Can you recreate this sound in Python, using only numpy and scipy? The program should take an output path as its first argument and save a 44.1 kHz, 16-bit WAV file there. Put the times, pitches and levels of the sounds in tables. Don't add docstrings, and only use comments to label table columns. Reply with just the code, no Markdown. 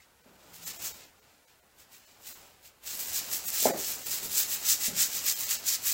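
import sys
import numpy as np
from scipy import signal
from scipy.fft import rfft, irfft, next_fast_len
from scipy.io import wavfile
from scipy.ndimage import uniform_filter1d

SR = 44100
rng = np.random.default_rng(int(sys.argv[2]) if len(sys.argv) > 2 else 0)


def dump_mix(stems):
    frames = np.atleast_2d(stems).T
    limited = np.clip(frames, -1, 1)
    pcm = np.round(limited * 32767).astype(np.int16)
    wavfile.write(sys.argv[1], SR, pcm)


def invert_db(x):
    u = np.asarray(x, float) / 20
    return 10 ** u


N = 261807

# frequency in Hz, density in dB per Hz.
RUMBLE_SPECTRUM = [(59, -38), (100, -5.5), (150, -5), (348, -4.5), (679, -3.5), (735, -3), (1200, -7.5),
                   (1500, -6.5), (1950, -35), (3300, -120)]
# frequency in Hz, density in dB per Hz.
DRONE_SPECTRUM = [(15, -32), (25, -8), (32, -20), (65, -6), (110, -10.5), (140, -61), (240, -120)]
# frequency in Hz, density in dB per Hz.
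AIR_SPECTRUM = [(530, -35), (900, -17.5), (1760, -9), (2080, -10.5), (2800, -15), (15700, -17.5)]
# time in seconds, pitch in Hz, level in dB.
PANEL_HUM = [
    (0.42, 175.5, -97),
    (0.452, 170, -72),
    (0.564, 166.3, -68),
    (0.662, 171.3, -61),
    (0.73, 164.7, -72),
    (0.832, 164, -64.5),
    (0.9, 165.5, -88),
]
# time in seconds, effort in dB below full scrubbing.
HAND_WORK = [(0, -16), (.12, -18), (.4, -11), (.7, -3), (.88, -0.5), (1.15, -14.5), (1.7, -19.5),
             (1.85, -14), (2.18, -14), (2.3, -6.5), (2.6, -14.5), (2.81, -17), (2.88, -4.5), (3.2, 1),
             (3.45, -0.5), (4.04, 0), (4.7, 0.5), (5.94, -1.5)]
# time in seconds, peak in dB, pitch in Hz, cycles in the contact, room level in dB.
BLOWS = [(.0035, -51, 2070, 3.4, -12), (.260, -52, 455, 0.54, 4.5), (0.265, -56.5, 160, .6, -3),
         (3.626, -35, 500, 0.58, 1), (3.6565, -8.5, 618, 0.62, -4.5), (4.228, -44.5, 350, 0.79, 4),
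         (4.257, -38, 260, 0.33, -8), (4.881, -34, 386, 0.25, 0), (4.886, -38.5, 168, 0.55, 2),
         (4.914, -50, 193, 1, 0), (5.003, -54, 180, 0.9, -1)]
# delay in seconds, level in dB.
ECHOES = [
    (.0049, -7),
    (.013, -10),
    (.025, -27),
    (.0306, -21),
]
# time in seconds, peak in dB.
TUFT_SNAPS = [(2.952, -22.8), (2.9742, -22.1), (3.0015, -18.4), (3.1328, -19.4), (3.5031, -14.1),
              (3.6065, -11.2), (3.645, -10.9), (4.1134, -14.3), (4.3517, -12.1), (4.3803, -10.3),
              (4.3905, -10.6), (5.0031, -10.2), (5.0309, -10.2), (5.264, -13.8), (5.295, -12.8),
              (5.4159, -15.4), (5.5022, -12.5), (5.6679, -13.6), (5.6904, -10.9), (5.756, -15.6),
              (5.8642, -14.3), (5.8818, -12.5), (5.8977, -12.0), (5.9348, -14.2)]
# time of top speed in seconds, level in dB, rise in seconds, fall in seconds,
# tip brightness in dB.
RUBS = [(.02, -66.5, 0.018, 0.028, -3), (.548, -54.5, 0.011, 0.025, 5), (0.681, -41, 0.038, 0.031, -0.5),
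        (.865, -37, 0.041, 0.023, 1), (1.02, -57.5, 0.045, 0.039, -6), (1.31, -71, 0.11, .08, -6),
        (1.487, -68.5, .015, 0.072, -1), (1.806, -59.5, 0.023, 0.028, -0.5), (1.94, -58.5, 0.024, 0.042, 2),
        (2.11, -65.5, 0.2, 0.074, -1), (2.285, -50, 0.042, 0.061, 2), (2.42, -64, 0.035, 0.11, 1),
        (2.662, -54, 0.021, 0.025, 2)]
# time of top speed in seconds, level in dB,
# rise in seconds, fall in seconds, tip brightness in dB.
STROKES = [(2.89, -40.5, 0.028, 0.073, 2.5), (3.005, -40, 0.02, 0.043, 4), (3.09, -41, 0.018, 0.029, 3.5),
           (3.168, -33, .03, 0.036, 2), (3.338, -35.5, 0.03, 0.043, 3), (3.483, -34.5, 0.021, 0.014, 4.5),
           (3.56, -37.5, .04, 0.041, 4), (3.635, -29.5, 0.065, 0.045, 2), (3.81, -36.5, 0.031, 0.049, 1),
           (3.89, -37, 0.061, 0.061, 2), (4.135, -35, 0.056, 0.045, 2), (4.25, -39, 0.025, 0.018, 2.5),
           (4.398, -28, 0.051, 0.034, 1.5), (4.53, -34.5, 0.035, 0.038, 0),
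           (4.705, -24, 0.039, 0.032, -1.5), (4.855, -30, 0.034, 0.031, 0), (5.02, -24.5, 0.039, 0.033, -1),
           (5.17, -34, 0.046, 0.035, -0.5), (5.285, -29, 0.032, 0.046, 0), (5.42, -39, 0.051, 0.073, 1.5),
           (5.519, -30.5, 0.025, 0.033, 2), (5.69, -29, 0.023, 0.028, 0), (5.742, -29, 0.024, 0.017, 0),
           (5.885, -30.5, 0.033, 0.15, 1)]
# frequency in Hz, density in dB per Hz.
BRISTLE_SPECTRUM = [(530, -27), (900, -17), (1300, -17.5), (1440, -18.5), (1560, -15), (2160, -13),
                    (3320, -9), (3920, -3.5), (7480, 1), (9060, -7.5), (15700, 0.5)]
# time in seconds, bar over the neighbours in dB.
SPARSE_FRAMES = [(.228, 4.5), (.653, 5), (.781, 5), (.932, 5), (1.209, 4.5), (1.463, 4.5), (1.615, 4),
                 (2.062, 4.5), (2.339, 5), (3.468, 5.5), (3.727, 5), (4.045, 4.5), (5.348, 5.5),
                 (5.455, 3.5), (5.583, 4.5)]
# centre in Hz, width in log pitch, bar raised in dB.
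THINNED_REGIONS = [
    (1700, .8, 4),
    (7000, .15, -3),
    (9800, .17, 5),
    (15500, .1, -4),
]

TOP_HZ = 15830


def rms_one(x):
    return x / np.sqrt(np.mean(x ** 2) + 1e-20)


def in_time(rows):
    s, *columns = np.transpose(rows)
    return [np.interp(np.arange(N) / SR, s, column) for column in columns]


def band(x, low_hz, high_hz):
    return signal.sosfilt(signal.butter(3, [low_hz, high_hz], "band", fs=SR, output="sos"), x)


def coloured(x, spectrum):
    size = next_fast_len(N)
    hz = np.maximum(np.arange(size // 2 + 1) * SR / size, 1)
    table_hz, table_db = np.transpose(spectrum)
    shape_db = np.interp(np.log(hz), np.log(table_hz), table_db)
    return rms_one(irfft(rfft(x, size) * invert_db(shape_db) * (hz < TOP_HZ), size)[:N])


def drift(rate_hz):
    r = np.exp(-2 * np.pi * rate_hz / SR)
    return rms_one(signal.lfilter([1], [1, -2 * r, r * r], rng.standard_normal(N + SR))[SR:])


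def clicks(per_s, spread_db):
    sizes = invert_db(spread_db * np.minimum(rng.exponential(1, N), 3.5))
    signs = rng.choice([-1, 1], N)
    return rms_one(sizes * signs * (rng.random(N) < per_s / SR))


def shop(x):
    t60_s, wall_cut_hz, build_up_s = 0.39, 3000, 0.014
    t = np.arange(SR // 2) / SR
    noise = rng.standard_normal(len(t))
    dull = signal.lfilter(*signal.butter(1, wall_cut_hz, fs=SR), noise)
    decay = invert_db(-60 * t / t60_s)
    tail = (dull + (noise - dull) * decay) * decay * np.minimum(t / build_up_s, 1)
    return signal.fftconvolve(x, tail / np.linalg.norm(tail))[:N]


def rumble():
    work_db, = in_time(HAND_WORK)
    level_db = -53.5 + 0.84 * work_db + 1.2 * drift(13)
    return invert_db(level_db) * coloured(rng.standard_normal(N), RUMBLE_SPECTRUM)


def drone():
    work_db, = in_time(HAND_WORK)
    return invert_db(-65.5 + 0.63 * work_db) * coloured(rng.standard_normal(N), DRONE_SPECTRUM)


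def air_hiss():
    return invert_db(-67.5) * coloured(rng.standard_normal(N), AIR_SPECTRUM)


def panel_hum():
    hz, db = in_time(PANEL_HUM)
    t = np.arange(N) / SR
    start_s, end_s = PANEL_HUM[0][0], PANEL_HUM[-1][0]
    gate = np.clip(np.minimum(t - start_s, end_s - t) / 0.03, 0, 1)
    return np.sqrt(2) * gate * invert_db(db) * np.sin(2 * np.pi * np.cumsum(hz) / SR)


def blows():
    direct, wet = np.zeros(N + SR), np.zeros(N + SR)
    t = np.arange(-SR // 50, SR // 50) / SR
    for s, db, hz, cycles, room_db in BLOWS:
        pulse, boom, crack = (invert_db(db) * np.cos(2 * np.pi * f * t) * np.exp(-(f * t / cycles) ** 2)
                              for f in (hz, 0.5 * hz, 3.0 * hz))
        at = round(s * SR)
        for delay_s, echo_db in [(0.00026, 0)] + ECHOES:
            direct[at + round(delay_s * SR):][:len(t)] += invert_db(echo_db) * pulse
        wet[at:at + len(t)] += invert_db(room_db) * (pulse + invert_db(-9.5) * boom + invert_db(-4) * crack)
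    early = len(t) // 2
    return direct[early:early + N] + band(shop(wet[early:early + N]), 112.4, 2800)


def tuft_snaps():
    t = np.arange(SR // 200) / SR
    bursts = band(rng.standard_normal((len(TUFT_SNAPS), len(t))) * invert_db(-60 * t / 0.004), 5500, 15000)
    out = np.zeros(N + len(t))
    for (s, db), burst in zip(TUFT_SNAPS, bursts):
        out[round(s * SR):][:len(t)] += invert_db(db - 3.0) * burst / np.abs(burst).max()
    return out[:N]


def stroke_levels():
    top_shape = 1.71
    tips_lead_s = 0.0021
    step = 64
    s, db, rise_s, fall_s, tips_db = np.transpose(RUBS + STROKES)[:, :, None]
    late_s = np.arange(0, N + step, step) / SR - s
    distance = np.abs(late_s / np.where(late_s < 0, rise_s, fall_s))
    power = invert_db(2 * db - 13.4 * distance ** top_shape)
    work_db, = in_time(HAND_WORK)
    drag = invert_db(2 * (-47 + 1.97 * work_db))

    def level_db(powers, lead_s):
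        points = (np.arange(N) + lead_s * SR) / step
        return 10 * np.log10(np.interp(points, np.arange(late_s.shape[1]), powers.sum(axis=0)) + drag)

    return level_db(power, 0), level_db(power * invert_db(2 * tips_db), tips_lead_s)


def brush():
    hiss_db, tips_db = stroke_levels()
    swing_db = hiss_db + 40
    rasp_db = -48 + 0.67 * swing_db
    scour_db = -44.5 + 0.9 * swing_db
    sizzle_db = tips_db
    clumps = invert_db(1.26 * drift(150) + 0.49 * drift(30))
    small_snaps = invert_db(-13.5) * clicks(270, 3.4)
    tips, others = (coloured(clumps * clicks(12000, 3) + small_snaps, BRISTLE_SPECTRUM) for _ in range(2))
    rasp = invert_db(rasp_db + 0.93 * drift(12)) * rms_one(band(others, 1110, 3013))
    scour = invert_db(scour_db + 0.68 * drift(15)) * rms_one(band(tips, 3000, 5307))
    hiss = invert_db(hiss_db) * rms_one(band(tips, 5175, 8600))
    sizzle = invert_db(sizzle_db + 1.35 * drift(15)) * rms_one(band(others, 8100, 18500))
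    return rasp + scour + hiss + sizzle + tuft_snaps()


def scene():
    background = rumble() + drone() + air_hiss() + panel_hum()
    bristles = brush()
    return (bristles + invert_db(-11) * shop(bristles) + blows() + background)[None]


def thin_lines(x):
    hop_s, start_s = 1024 / 48000, 0.0147
    hop = round(hop_s * SR)
    window = np.sin(np.pi * (np.arange(2 * hop) + 0.5) / (2 * hop))
    centres_s = np.arange(start_s, N / SR, hop_s)
    index = np.round(centres_s * SR).astype(int)[:, None] + np.arange(2 * hop)
    padded = np.pad(x[0], (hop, 2 * hop))
    lines = rfft(padded[index] * window)
    power = np.abs(lines) ** 2
    hz = np.arange(hop + 1) * SR / (2 * hop)

    luck = rng.standard_normal((len(centres_s), hop // 4 + 1))
    luck = rms_one(uniform_filter1d(luck, size=4, axis=0))
    luck = luck.repeat(4, axis=1)[:, :hop + 1]
    raised_db = sum(db * np.exp(-(np.log(hz / centre_hz + 1e-9) / width) ** 2)
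                    for centre_hz, width, db in THINNED_REGIONS)
    bar_db = -11 + 5.5 * luck + raised_db
    near = uniform_filter1d(power, size=25, axis=1)
    lift = np.zeros((len(centres_s), 1))

    s, sparse_db = np.transpose(SPARSE_FRAMES)
    sparse = np.round((s - start_s) / hop_s).astype(int)
    bar_db[sparse] = sparse_db[:, None] + 1.5 * luck[sparse] + 0.4 * raised_db - 0.5
    near[sparse] = uniform_filter1d(power[sparse], size=51, axis=1)
    lift[sparse] = 0.55

    exposed = (hz > 350) | (lift > 0)
    weak = (power < near * invert_db(2 * bar_db)) & exposed
    lost = np.where(weak, 0.92 - 0.15 * lift, -lift)
    lost = np.where(hz > TOP_HZ, 1, lost)
    np.subtract.at(padded, index, window * irfft(lines * lost))
    return padded[None, hop:hop + N]


def top_cut(x):
    return signal.sosfilt(signal.butter(12, 17100, fs=SR, output="sos"), x)


def record(dry):
    mix = thin_lines(dry)
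    return top_cut(mix)


dry = scene()
out = record(dry)
dump_mix(out)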